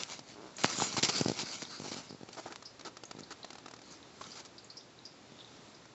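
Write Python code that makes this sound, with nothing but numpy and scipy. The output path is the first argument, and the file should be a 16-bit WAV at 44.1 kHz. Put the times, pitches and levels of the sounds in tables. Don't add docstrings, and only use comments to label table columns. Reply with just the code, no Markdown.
import sys
import numpy as np
from scipy import signal
from scipy.fft import rfft, irfft, next_fast_len
from scipy.io import wavfile
from scipy.ndimage import uniform_filter1d, map_coordinates

SR = 44100
rng = np.random.default_rng(int(sys.argv[2]) if len(sys.argv) > 2 else 0)


def master_out(mix):
    frames = np.transpose(np.atleast_2d(mix))
    ceiling = np.clip(frames, -1, 1)
    pcm = np.round(ceiling * 32767).astype(np.int16)
    wavfile.write(sys.argv[1], SR, pcm)


N = 261933
TOP_HZ = 7700


def amp(db):
    return 10 ** (np.asarray(db) / 20)


def unit(x):
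    return x / np.sqrt(np.mean(x ** 2) + 1e-20)


def along(points, hz):
    f, value = np.transpose(points)
    return np.interp(np.log(hz + 1), np.log(f + 1), value)


def wobble(rate):
    knots = rng.standard_normal(int(N * rate / SR) + 4)
    return map_coordinates(knots, [np.arange(N) * rate / SR])


def filtered(x, response):
    size = next_fast_len(len(x) + SR // 4)
    spectrum = rfft(x, size) * response(np.fft.rfftfreq(size, 1 / SR))
    return irfft(spectrum, size)[:len(x)]


def noise(spectrum):
    return unit(filtered(rng.standard_normal(N), lambda hz: amp(along(spectrum, hz))))


def band(x, hz, width_hz):
    return filtered(x, lambda f: (1j * f * width_hz / (hz * hz - f * f + 1j * f * width_hz)) ** 2)


def resonances(modes, f):
    return sum(amp(db) * 1j * f * w / (c * c - f * f + 1j * f * w) for c, w, db in modes)


def add(track, s, sound):
    part = track[max(round(s * SR), 0):][:len(sound)]
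    part += sound[:len(part)]


def push(corner_hz, low_hz, order=3):
    u = 2 * np.pi * corner_hz * np.arange(SR // 25) / SR
    high_pass = signal.butter(order, min(low_hz, TOP_HZ), "high", fs=SR, output="sos")
    low_pass = signal.butter(6, TOP_HZ, fs=SR, output="sos")
    swing = signal.sosfilt(high_pass, u * np.exp(-u))
    swing = signal.sosfilt(low_pass, swing)
    return swing / np.abs(swing).max()


RUN_SCATTER_S, RUN_SCATTER_DB = .0012, 1.4


def runs(rows, gap_s, fade_db):
    events = []
    for s, db, count in rows:
        events.append((s, db))
        scatter = rng.standard_normal((round(count) - 1, 2))
        for k, (late, size) in enumerate(scatter, 1):
            when = s + k * gap_s + RUN_SCATTER_S * late
            events.append((when, db - k * fade_db + RUN_SCATTER_DB * size))
    return events


def catches(grain_db):
    return rng.standard_normal(N) * amp(grain_db * wobble(700))


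# (frequency [Hz], width [Hz], relative level [dB])
CASE_MODES = [(1400, 180, -14.5), (2210, 220, 2.5), (2970, 260, -11.5), (4120, 200, -6.5),
              (4700, 260, -10.5), (5990, 450, -4), (6940, 710, -2.5)]


def friction(spectrum, ring_db, grain_db):
    def colour(hz):
        return amp(along(spectrum, hz)) * (1 + amp(ring_db) * resonances(CASE_MODES, hz))
    return unit(filtered(catches(grain_db), colour))


# (frequency [Hz], width [Hz], relative level [dB])
HOLLOW_MODES = [(369, 110, 0.5), (741, 350, -2.5), (1262, 120, -2)]


def hollow(grain_db, dull_hz=1900):
    def body(hz):
        return resonances(HOLLOW_MODES, hz) / np.sqrt(1 + (hz / dull_hz) ** 4)
    return unit(filtered(catches(grain_db), body))


def patchy(x, depth_db):
    z = signal.stft(x, nperseg=512)[2]
    field = uniform_filter1d(rng.standard_normal(z.shape), size=5, axis=0)
    field = uniform_filter1d(field, size=10, axis=1)
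    return unit(signal.istft(z * amp(depth_db * unit(field)), nperseg=512)[1][:N])


# (frequency [Hz], relative level [dB])
AIR_SPECTRUM = [(15, -46), (25, -21.5), (64, -11), (98, -6.5), (261, -1.5), (347, -2.5), (431, -4.5),
                (712, -7), (765, -8), (1330, -10.5), (1460, -12), (3290, -16.5), (3620, -13.5), (7600, -20),
                (9880, -57.5), (16700, -120)]


def background(hum_hz=119):
    hum = np.sin(2 * np.pi * hum_hz * np.arange(N) / SR + 0.3 * wobble(3.5))
    drift_db = .7 * wobble(4.2)
    return amp(-57.3 + drift_db) * noise(AIR_SPECTRUM) + amp(-70.5) * hum


# (frequency [Hz], t60 [s])
ROOM_DECAY = [(200, 0.13), (2000, 0.57), (8000, 0.12)]


def room(x):
    hz, t, z = signal.stft(rng.standard_normal(SR // 2), SR, nperseg=256)
    decay = amp(-60 * t / along(ROOM_DECAY, hz)[:, None])
    tail = signal.istft(z * decay, SR, nperseg=256)[1]
    response = np.pad(tail / np.linalg.norm(tail), (SR // 200, 0))
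    return signal.fftconvolve(x, response)[:N]


# (time [s], level [dB], pitch [Hz])
TICK_EVENTS = [(0.566, -51, 6850), (1.651, -49.5, 3800), (2.092, -58, 4840), (2.652, -53.5, 5020),
               (3.052, -55, 6640), (3.165, -59.5, 3750), (3.233, -56, 4370), (3.43, -51.5, 4030),
               (4.028, -56.5, 3800), (4.24, -52, 3780), (4.315, -56, 4720), (4.58, -56.5, 4500),
               (4.644, -59, 7000), (4.699, -55.5, 4640), (4.768, -54, 5160), (4.809, -59, 3920),
               (4.989, -56.5, 3840), (5.051, -54, 5020), (5.389, -56.5, 3470), (5.446, -55.5, 3850),
               (5.743, -65.5, 4950)]
# (pitch [Hz], t60 [s])
TICK_DECAY = [(3800, 0.011), (4300, 0.028), (4700, 0.072), (5100, .08), (7000, 0.022)]


def ticks(width_hz=950, rise_share=.04):
    out = np.zeros(N)
    t = np.arange(SR // 8) / SR
    for s, db, hz in TICK_EVENTS:
        t60 = along(TICK_DECAY, hz)
        shape = (1 - np.exp(-t / (rise_share * t60))) * amp(-60 * t / t60)
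        ring = band(shape * rng.standard_normal(len(t)), hz, width_hz)
        add(out, s, amp(db) * np.sqrt(t60 * SR) * ring / np.linalg.norm(ring))
    return out


# (time [s], initial level [dB], pitch [Hz], t60 [s])
KNOCK_EVENTS = [(0.8009, -20.5, 1200, 0.0099), (0.8203, -17.5, 844, 0.014), (0.9676, -25, 1083, 0.018),
                (2.4611, -32, 770, .025), (4.213, -33, 1080, 0.024)]


def knocks():
    out = np.zeros(N)
    t = np.arange(SR // 12) / SR
    for s, db, hz, t60 in KNOCK_EVENTS:
        add(out, s, -amp(db - 60 * t / t60) * np.sin(2 * np.pi * hz * t))
    return out


# (time [s], contact peak [dB], contact corner [Hz], lowest frequency [Hz])
CLICK_EVENTS = [(0.0345, -20, 6300, 1870), (.5842, -31, 4970, 605), (.638, -17, 6000, 1310),
                (0.6448, -4, 1900, 129), (.8205, -20.5, 2500, 600), (.94, -28, 4000, 783),
                (1.033, -13, 6030, 1500), (1.2472, -23.5, 6500, 3500), (1.2845, -19, 7000, 3500),
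                (1.3905, -23, 5500, 1500), (1.621, -25.5, 3800, 496), (2.524, -32, 3520, 700),
                (2.5595, -28, 4000, 800)]


def clicks(rattle_t60=0.0055):
    out = np.zeros(N)
    t = np.arange(SR // 12) / SR
    for s, db, corner_hz, low_hz in CLICK_EVENTS:
        add(out, s, amp(db) * push(corner_hz, low_hz))
        rattle = filtered(rng.standard_normal(len(t)), lambda hz: hz ** 2 / (hz ** 2 + low_hz ** 2))
        hardness = (corner_hz / TOP_HZ) ** 2
        add(out, s, amp(db + 4 - 60 * t / rattle_t60) * hardness * rattle)
    return out


# (time [s], level [dB], jolts in the run [count])
THUD_EVENTS = [(.6458, -28.5, 1), (.6565, -37, 1), (.747, -44, 1), (.7856, -32.5, 1), (.822, -26, 1),
               (.871, -40.5, 3), (.9432, -35.5, 1), (.9804, -27.5, 1), (1.0326, -26.5, 1),
               (1.0888, -28.5, 1), (1.2, -36, 2), (1.2117, -20.5, 1), (1.26, -21, 1), (1.283, -25, 1),
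               (1.2977, -23, 1), (1.3165, -28, 1), (1.4335, -34.5, 1), (1.6267, -37.5, 1), (1.8, -35, 2),
               (1.8418, -37.5, 3), (1.9179, -34, 1), (1.944, -39, 4), (2.107, -37.5, 3), (2.2107, -42, 1),
               (2.2323, -37.5, 1), (3.15, -43, 2), (3.187, -40, 3), (5.32, -47.5, 1)]
JUDDER_GAP_S, JUDDER_FADE_DB = .0205, 1.84
THUD_RING_T60_S = .016


def thuds(lead=.0013, spread=0.0016, ring_hz=480, drag_db=-8, grit_db=-11.5):
    out, grit = np.zeros((2, N))
    t = np.arange(SR // 25) / SR
    puff = np.exp(-.5 * ((t - 2 * lead) / spread) ** 2)
    jolts = runs(THUD_EVENTS, JUDDER_GAP_S, JUDDER_FADE_DB)
    for (s, db), (soft, deep, pitch) in zip(jolts, rng.standard_normal((len(jolts), 3))):
        blow = push(corner_hz=330 * amp(soft), low_hz=125 * amp(deep), order=3)
        tone = np.sin(2 * np.pi * ring_hz * amp(1.1 * pitch) * t)
        ring = amp(-6 - 60 * t / THUD_RING_T60_S) * tone
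        add(out, s - lead, amp(db + drag_db) * blow)
        add(out, s + 0.00051, -amp(db) * (blow + ring))
        add(grit, s - lead, amp(db + grit_db) * puff)
    return out + grit * friction(SKIN_SPECTRUM, ring_db=-4, grain_db=7.0)


CREAK_START_S, CREAK_END_S, CREAK_DB = .35, .52, -37.5
CREAK_RATE, CREAK_SPEEDUP = 106, 1.2
CREAK_TAPER_DB = 6.5


def creak(ring_hz=400, ring_t60=0.024, scatter=0.0009):
    clock = np.arange(CREAK_START_S, CREAK_END_S, 1 / SR)
    rate = CREAK_RATE * CREAK_SPEEDUP ** np.linspace(0, 1, len(clock))
    slip_count = np.floor(np.cumsum(rate) / SR)
    times = clock[1:][np.diff(slip_count) > 0]
    levels = CREAK_DB - CREAK_TAPER_DB * np.linspace(-1, 1, len(times)) ** 2
    snap = push(corner_hz=840, low_hz=303, order=2)
    t = np.arange(len(snap)) / SR
    slip = snap + amp(-7.0 - 60 * t / ring_t60) * np.sin(2 * np.pi * ring_hz * t)
    out = np.zeros(N)
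    for when, db, (late, size) in zip(times, levels, rng.standard_normal((len(times), 2))):
        add(out, when + scatter * late, -amp(db + 1.8 * size) * slip)
    return signal.sosfilt(signal.butter(4, 1600, fs=SR, output="sos"), out)


# (time [s], hiss level [dB], slips in the run [count])
SLIP_EVENTS = [(.191, -42.5, 1), (2.288, -47, 1), (2.347, -50.5, 1), (2.523, -47.5, 1), (2.56, -49.5, 1),
               (2.624, -46.5, 1), (2.794, -47, 1), (2.81, -45.5, 1), (2.969, -44, 1), (3.035, -43.5, 1),
               (3.111, -40, 1), (3.445, -42, 1), (3.504, -44.5, 4), (3.659, -45.5, 7), (5.854, -53, 1)]
SLIP_GAP_S, SLIP_FADE_DB = .026, 1.0


def slipping(body_rise=0.0019, hiss_rise=0.0022, body_db=-0.9, jolt_db=6.5):
    t = np.arange(SR // 20) / SR
    hiss, body, jolts = np.zeros((3, N))
    jolt = push(corner_hz=1300, low_hz=383)

    def swell(rise):
        return t / rise * np.exp(1 - t / rise)

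    for s, db in runs(SLIP_EVENTS, SLIP_GAP_S, SLIP_FADE_DB):
        add(hiss, s, amp(db) * swell(hiss_rise))
        add(body, s, amp(db + body_db) * swell(body_rise))
        add(jolts, s + .0007, -amp(db + jolt_db) * jolt)
    return jolts + hiss * noise(HISS_SPECTRUM) + body * hollow(grain_db=2.5)


# (time [s], length [s], hiss level [dB], body level [dB])
SCRAPE_EVENTS = [(0.582, 0.015, -43.5, -48), (.635, 0.025, -33, -41.5), (0.966, 0.03, -33.5, -39),
                 (1.027, 0.025, -27.5, -41.5), (1.086, 0.016, -29, -36.5), (1.39, 0.033, -37, -49.5),
                 (1.619, .017, -43, -54), (1.843, 0.027, -51, -50), (1.913, 0.031, -43, -50),
                 (1.96, .06, -58.5, -54), (2.328, .0076, -48, -56), (2.369, 0.032, -49.5, -46.5),
                 (2.455, 0.031, -54, -46.5), (2.503, .03, -58, -48.5), (2.848, 0.036, -47, -46.5),
                 (3.19, 0.0077, -49.5, -55), (3.306, .021, -45, -46.5), (4.209, 0.0086, -48.5, -46),
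                 (4.354, 0.058, -49, -54.5), (4.449, 0.016, -50.5, -57.5)]
# (frequency [Hz], relative level [dB])
HISS_SPECTRUM = [(200, -30.5), (1000, -15), (2200, -3.5), (3400, -0.5), (4600, 5), (5800, 0.5),
                 (7000, -1.5), (8000, -6.5)]


def scraping(edge=0.0015, release=0.0065):
    t = np.arange(SR // 6) / SR
    hiss, body = np.zeros((2, N))
    for s, length, hiss_db, body_db in SCRAPE_EVENTS:
        stroke = np.minimum(t / edge, 1) * np.exp(-np.maximum(t - length + edge, 0) / release)
        add(hiss, s, amp(hiss_db) * stroke)
        add(body, s, amp(body_db) * stroke)
    hissing = hiss * friction(HISS_SPECTRUM, ring_db=-3.5, grain_db=2.5)
    return hissing + body * hollow(grain_db=1.5)


# (time of fastest motion [s], fade length [s], level [dB])
STROKE_EVENTS = [(0.012, 0.031, -39.5), (0.118, 0.065, -45.5), (0.31, 0.029, -47), (.46, 0.14, -61),
                 (0.623, 0.04, -45), (0.709, 0.035, -34.5), (0.817, 0.088, -33), (0.949, 0.061, -39),
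                 (1.056, 0.052, -37.5), (1.168, 0.081, -35), (1.29, 0.038, -40.5), (1.398, 0.059, -38),
                 (1.535, 0.097, -42.5), (1.725, 0.047, -47.5), (1.87, .08, -44.5), (1.982, 0.09, -47.5),
                 (2.427, 0.14, -57), (3.909, 0.069, -53), (4.266, 0.099, -51), (5.56, 0.24, -62.5)]
STROKE_RISE_SHARE, STROKE_ROUNDNESS = 0.96, 1.28


def sliding():
    t = np.arange(N) / SR
    power = np.zeros(N)
    for s, fade, db in STROKE_EVENTS:
        away = np.maximum((s - t) / STROKE_RISE_SHARE, t - s) / fade
        power += (amp(db) * np.exp(-np.minimum(away, 10) ** STROKE_ROUNDNESS)) ** 2
    return np.sqrt(power)


STUMBLE_RATE, STUMBLE_DB, STUMBLE_SPREAD_DB = 70, -43, 3
STUMBLE_GROWTH = 0.56


def stumbling(strength):
    when = rng.random(N) < STUMBLE_RATE / SR
    scattered = amp(STUMBLE_DB + STUMBLE_SPREAD_DB * rng.standard_normal(N))
    size = scattered * (strength / strength.max()) ** STUMBLE_GROWTH
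    return -signal.fftconvolve(when * size, push(corner_hz=300, low_hz=140))[:N]


# (frequency [Hz], relative level [dB])
SKIN_SPECTRUM = [(30, -32), (90, -8), (190, 3.5), (450, -1.5), (850, -0.5), (1350, 0), (1850, -6),
                 (2600, -3), (3400, -2.5), (4500, 3), (5700, 0), (7000, -3.5), (8000, -6)]
# (time [s], half length [s], pitch [Hz], level [dB])
SWELL_EVENTS = [(0.819, 0.043, 7030, -37.5), (1.166, 0.088, 4900, -47), (1.494, 0.04, 4630, -46.5),
                (1.736, 0.052, 4580, -51), (1.734, 0.026, 1390, -53.5), (2.391, .013, 714, -46),
                (4.248, 0.027, 1300, -55.5), (5.41, 0.0096, 3560, -52), (5.48, 0.19, 3550, -67.5)]


def rubbing(strength, width_hz=750, waver_db=1.74):
    t = np.arange(N) / SR
    skin = patchy(friction(SKIN_SPECTRUM, ring_db=-3, grain_db=2.6), depth_db=2.6)
    out = strength * amp(waver_db * wobble(45)) * skin
    for s, half, hz, db in SWELL_EVENTS:
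        singing = unit(band(rng.standard_normal(N), hz, min(width_hz, hz / 3)))
        out += amp(db) * np.exp(-.5 * ((t - s) / half) ** 2) * singing
    return out


def scene():
    strength = sliding()
    crab = ticks()
    case = knocks() + clicks() + thuds()
    skin = creak() + slipping() + scraping() + stumbling(strength) + rubbing(strength)
    hand = case + skin
    return (background() + room(amp(-22) * hand + amp(-7) * crab) + crab + hand)[None]


def record(dry, low_hz=48):
    thin = signal.sosfilt(signal.butter(2, low_hz, "high", fs=SR, output="sos"), dry[0])
    return filtered(thin, lambda hz: 1 / np.sqrt(1 + (hz / TOP_HZ) ** 110))[None]


dry = scene()
out = record(dry)
master_out(out)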